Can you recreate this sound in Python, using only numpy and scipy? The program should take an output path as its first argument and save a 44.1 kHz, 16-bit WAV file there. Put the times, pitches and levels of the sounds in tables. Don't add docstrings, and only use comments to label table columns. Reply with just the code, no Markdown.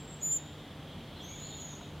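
import sys
import numpy as np
from scipy import signal
from scipy.fft import rfft, irfft
from scipy.io import wavfile
from scipy.ndimage import uniform_filter1d

SR = 44100
rng = np.random.default_rng(int(sys.argv[2]) if len(sys.argv) > 2 else 0)


def dump(signal):
    limited = np.clip(np.atleast_2d(signal).T, -1, 1)
    pcm = np.round(limited * 32767).astype(np.int16)
    wavfile.write(sys.argv[1], SR, pcm)


N = 88200
LEAD = SR // 4
TIME = np.arange(-LEAD, N) / SR


def from_db(db):
    return 10 ** (np.asarray(db) / 20)


def unit_rms(x):
    return x / np.sqrt(np.mean(x ** 2) + 1e-20)


def curve(rows, column=1):
    rows = np.array(rows)
    return np.interp(TIME, rows[:, 0], rows[:, column])


def envelope(rows, column=1):
    inside = (TIME >= rows[0][0]) & (TIME <= rows[-1][0])
    return uniform_filter1d(from_db(curve(rows, column)) * inside, size=60)


def wobble(rate_hz):
    sos = signal.butter(2, rate_hz, fs=SR, output="sos")
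    return unit_rms(signal.sosfilt(sos, rng.standard_normal(len(TIME) + SR))[SR:])


def tremble(low_hz, high_hz):
    sos = signal.butter(6, [low_hz, high_hz], "band", fs=SR, output="sos")
    return unit_rms(signal.sosfilt(sos, rng.standard_normal(len(TIME))))


def coloured(spectrum):
    hz, db = np.transpose(spectrum)
    bins = np.maximum(np.fft.rfftfreq(len(TIME), 1 / SR), 1)
    shape = from_db(np.interp(np.log(bins), np.log(hz), db))
    return unit_rms(irfft(rfft(rng.standard_normal(len(TIME))) * shape, len(TIME)))


def scatter(x, t60_s, build_s):
    t = np.arange(SR) / SR
    echoes = rng.standard_normal(SR) * from_db(-60 * t / t60_s) * (1 - np.exp(-t / build_s))
    return signal.fftconvolve(x, echoes / np.sqrt(np.sum(echoes ** 2)))[:len(x)]


NEAR_T60_S, WOOD_T60_S, WOOD_BUILD_S = .2, .6, .0091
def woodland(x, direct_db, near_db, tail_db):
    near = from_db(near_db) * scatter(x, NEAR_T60_S, build_s=.0011)
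    tail = from_db(tail_db) * scatter(x, WOOD_T60_S, WOOD_BUILD_S)
    return from_db(direct_db) * x + near + tail


# f/Hz, relative level/dB
AIR_COLOUR = [(20, -27), (32, -10.5), (48, -4.5), (64, -8), (84, 0.5), (105, -1), (125, -2), (180, -1.5),
              (250, -4.5), (350, -8.5), (560, -10), (900, -14.5), (1700, -20.5), (2650, -21.5),
              (3350, -23.5), (4600, -30), (6000, -33.5), (9000, -39), (15500, -43)]
# t/s, gain/dB
AIR_SWELL = [(0, 0), (.4, -0.84), (.8, -0.15), (1.2, 0.2), (1.6, 0), (2, 0)]
def air():
    return from_db(-47.5 + curve(AIR_SWELL)) * coloured(AIR_COLOUR)


# f/Hz, relative level/dB
SIDE_HISS = [(100, -35), (500, -16.5), (1500, -30), (2000, -9), (3400, 2.5), (6000, -1.5), (10000, -5),
             (15500, -5.5)]
def wide_hiss():
    return from_db(-68.5) * coloured(SIDE_HISS)


# f/Hz, level/dB before the swell
HUM_TONES = [(83, -61.5), (150, -53), (300, -62)]
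# t/s, gain/dB
HUM_SWELL = [(0, 0), (.6, 1), (1.2, 0), (1.5, 0.5), (1.85, 3), (2, -0.5)]
def hum():
    phase_per_hz = 2 * np.pi * np.cumsum(1 + .004 * wobble(9)) / SR
    tones = sum(from_db(db) * np.sqrt(2) * (1 + .12 * wobble(3.5)) * np.sin(hz * phase_per_hz)
                for hz, db in HUM_TONES)
    return from_db(curve(HUM_SWELL)) * tones


def low_tone(peak_s=1.02, width_s=.05, hz=235):
    swell = np.exp(-((TIME - peak_s) / width_s) ** 2 / 2)
    return from_db(-53) * np.sqrt(2) * swell * np.sin(2 * np.pi * hz * TIME)


# t/s, level/dB
CHORUS_LEVEL = [(0, -60.5), (.3, -59.5), (.5, -59), (.9, -60), (1.15, -57), (1.3, -56.5), (1.55, -57),
                (1.8, -59), (2, -63.5)]
# f/Hz, relative level/dB
CHORUS_COLOUR = [(2000, -38), (2800, -7), (3100, 0.5), (3400, 1), (3750, -3.5), (4300, -10), (5200, -31)]
def chorus():
    return from_db(curve(CHORUS_LEVEL) + 1.12 * wobble(22)) * coloured(CHORUS_COLOUR)


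# t/s, length/s, start f/Hz, end f/Hz, relative level/dB
SONG_NOTES = [(0.332, 0.19, 3705, 3670, -62), (0.475, 0.048, 3130, 3406, -57),
              (.60, 0.072, 3660, 3310, -58), (0.601, 0.063, 2087, 1960, -61),
              (0.753, 0.23, 3390, 3170, -58.5), (1.153, 0.046, 4160, 3900, -55.5),
              (1.192, 0.0316, 3496, 3270, -44.5), (1.238, 0.027, 3140, 3360, -63),
              (1.26, 0.14, 2249, 2250, -59), (1.323, 0.056, 3283, 3572, -50.5),
              (1.401, 0.069, 3934, 4300, -51.5), (1.427, 0.12, 3580, 3150, -57.5),
              (1.458, 0.102, 4460, 4180, -58), (1.489, .06, 4078, 3416, -51.5),
              (1.575, 0.05, 3290, 3715, -57), (1.63, 0.037, 3090, 3340, -60),
              (1.68, 0.061, 3760, 3390, -55.5), (1.79, 0.078, 3980, 3350, -57.5)]
def songbirds():
    song = 0
    for start_s, length_s, start_hz, end_hz, db in SONG_NOTES:
        along = np.clip((TIME - start_s) / length_s, 0, 1)
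        hz = (start_hz + (end_hz - start_hz) * along) * (1 + .026 * wobble(70))
        gain = from_db(db) * np.sqrt(2 * np.abs(np.sin(np.pi * along)))
        song = song + gain * np.sin(2 * np.pi * np.cumsum(hz) / SR)
    near = from_db(-5.5) * scatter(song, NEAR_T60_S, build_s=.0016)
    tail = from_db(-4) * scatter(song, t60_s=1, build_s=.0071)
    return from_db(-6) * song + near + tail


def tick(start_s=1.81, t60_s=.061):
    since = TIME - start_s
    decay = (since > 0) * from_db(-46 - 60 * np.abs(since) / t60_s)
    return decay * coloured([(150, -19), (700, 17), (2200, -3), (5000, -28)])


def whistle(hz, gain, waver, rasp, flutter_hz, share_above):
    hz = uniform_filter1d(hz, size=20) * (1 + waver * wobble(99))
    phase = 2 * np.pi * np.cumsum(hz) / SR
    huskiness = rasp * from_db(3.5 * wobble(60))
    flutter = np.exp(2j * np.pi * np.cumsum(flutter_hz * (1 + .25 * wobble(82))) / SR)
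    sidebands = np.sqrt(share_above) * flutter + np.sqrt(1 - share_above) / flutter
    grain = .5 * (tremble(140, 710) + 1j * tremble(100, 550))
    amplitude = np.sqrt(2) * gain * (1 + huskiness * (sidebands + grain))
    return (amplitude * np.exp(1j * phase)).imag, (amplitude * np.exp(2j * phase)).imag


# t/s, f/Hz, relative level/dB
THIN_WHISTLE = [(-.1, 7370, -60), (.01, 7520, -64), (.055, 7530, -60), (.09, 7560, -65), (.14, 7575, -53.5),
                (.18, 7670, -66), (.225, 7550, -52.5), (.26, 7500, -67.5)]
def thin_call():
    hz = curve(THIN_WHISTLE)
    gain = envelope(THIN_WHISTLE, column=2) * from_db(4.6 * wobble(60))
    flutter = dict(flutter_hz=200, share_above=.5)
    tone, _ = whistle(hz, gain, waver=.0029, rasp=.22, **flutter)
    edge, _ = whistle(hz + 500, gain * from_db(-22), waver=.0052, rasp=.45, **flutter)
    return woodland(tone + edge, direct_db=.5, near_db=-12, tail_db=-7)


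# t/s, level/dB
CATCHES = [(.226, -50.5), (.376, -50.5), (1.226, -66)]
# f/Hz, relative level/dB
CATCH_COLOUR = [(5000, -37), (6300, 8.5), (7400, 18.5), (8500, -37), (11000, -24.5), (12500, -14),
                (13500, -14), (15500, -25.5)]
def owl_catches(width_s=.012):
    bursts = sum(from_db(db) * np.exp(-((TIME - s) / width_s) ** 2 / 2) for s, db in CATCHES)
    return bursts * coloured(CATCH_COLOUR)


# t/s, f/Hz
LONG_PITCH = [(1.21, 5550), (1.224, 5750), (1.24, 6370), (1.275, 6500), (1.31, 6690), (1.37, 6870),
              (1.43, 6920), (1.53, 6935), (1.61, 6850), (1.69, 6770), (1.772, 6740)]
# t/s, level/dB
LONG_LEVEL = [(1.208, -72), (1.228, -64), (1.25, -51), (1.28, -58), (1.297, -48), (1.39, -54.5),
              (1.44, -47.5), (1.48, -57), (1.50, -49), (1.565, -53), (1.605, -45.5), (1.665, -51),
              (1.71, -53), (1.74, -52.5), (1.772, -54)]
# t/s, level/dB against the fundamental
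LONG_OCTAVE = [(1.225, -10), (1.27, -15), (1.31, -22), (1.45, -23), (1.62, -23), (1.77, -24)]
# t/s, share of the tone
LONG_RASP = [(1.25, .08), (1.38, .13), (1.44, .22), (1.58, .2), (1.63, .11), (1.77, .1)]
# t/s, rate/Hz, typical pitch drop/Hz, level drop/dB
QUAVERS = [(1.22, 110, 150, 2), (1.255, 110, 300, 3), (1.277, 120, 800, 4), (1.31, 130, 560, 3),
           (1.37, 85, 650, 9), (1.43, 62, 500, 17), (1.50, 55, 80, 7), (1.57, 62, 150, 12),
           (1.61, 66, 750, 18), (1.675, 75, 750, 17), (1.695, 125, 760, 5), (1.718, 135, 900, 3),
           (1.742, 125, 650, 7), (1.77, 115, 780, 4)]
def owl_long_call(fall_s=.0024, recover_s=.0012):
    rate = curve(QUAVERS)
    along = np.cumsum(rate * (1 + .32 * wobble(100))) / SR % 1
    fall = np.exp(-((1 - along) / rate / fall_s) ** 2)
    recover = np.exp(-(along / rate / recover_s) ** 2)
    uneven = np.clip(1 + .3 * wobble(123), .2, 1.2)
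    hz = curve(LONG_PITCH) - fall * curve(QUAVERS, column=2) * uneven
    gaps = from_db(-(fall ** 2 + recover) * curve(QUAVERS, column=3))
    gain = envelope(LONG_LEVEL) * gaps * np.exp(.18 * wobble(110))
    voice = dict(rasp=curve(LONG_RASP), flutter_hz=440, share_above=.85)
    tone, _ = whistle(hz, gain, waver=.003, **voice)
    _, octave = whistle(hz, gain * from_db(curve(LONG_OCTAVE)), waver=.006, **voice)
    return woodland(tone + octave, direct_db=0, near_db=-8, tail_db=-6)


# t/s, f/Hz
SHORT_PITCH = [(.208, 6620), (.229, 6925), (.25, 6990), (.266, 7062), (.293, 7035), (.318, 7115),
               (.34, 7265), (.353, 7275), (.365, 7160), (.377, 6740)]
# t/s, relative level/dB
SHORT_LEVEL = [(.203, -63.5), (.222, -49), (.231, -35), (.27, -33), (.294, -35.5), (.322, -31),
               (.35, -31.5), (.374, -34), (.378, -59)]
# t/s, level/dB against the fundamental, before throat and wood
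SHORT_OCTAVE = [(.24, -18.5), (.29, -20.5), (.34, -26.5), (.372, -19)]
def owl_short_call(throat_band_hz=(6660, 7510)):
    hz = uniform_filter1d(curve(SHORT_PITCH), size=300)
    gain = envelope(SHORT_LEVEL)
    flutter = dict(flutter_hz=320, share_above=.45)
    tone, octave = whistle(hz, gain, waver=.00034, rasp=.17, **flutter)
    husky, _ = whistle(hz, gain, waver=.0022, rasp=.4, **flutter)
    throat = signal.butter(5, throat_band_hz, "band", fs=SR, output="sos")
    tone, husky = signal.sosfilt(throat, [tone, husky])
    near = from_db(-12.5) * scatter(tone, NEAR_T60_S, build_s=.00085)
    tail = from_db(-21.5) * scatter(husky, WOOD_T60_S, WOOD_BUILD_S)
    overtone = woodland(octave * from_db(curve(SHORT_OCTAVE)), direct_db=-1.5, near_db=-23, tail_db=-20)
    return from_db(1.5) * tone + near + tail + overtone


def scene():
    close_note = owl_short_call()
    birds = owl_long_call() + thin_call() + owl_catches() + songbirds() + chorus()
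    centre = birds + tick() + hum() + low_tone() + air()
    side = wide_hiss() + from_db(-32.5) * scatter(close_note, t60_s=.043, build_s=.002)
    pan = from_db([[-.05], [.05]])
    return (np.array([centre + side, centre - side]) + pan * close_note)[:, LEAD:]


def record(dry, cutoff_hz=15800):
    return signal.sosfilt(signal.ellip(12, .1, 80, cutoff_hz, fs=SR, output="sos"), dry)


dry = scene()
out = record(dry)
dump(out)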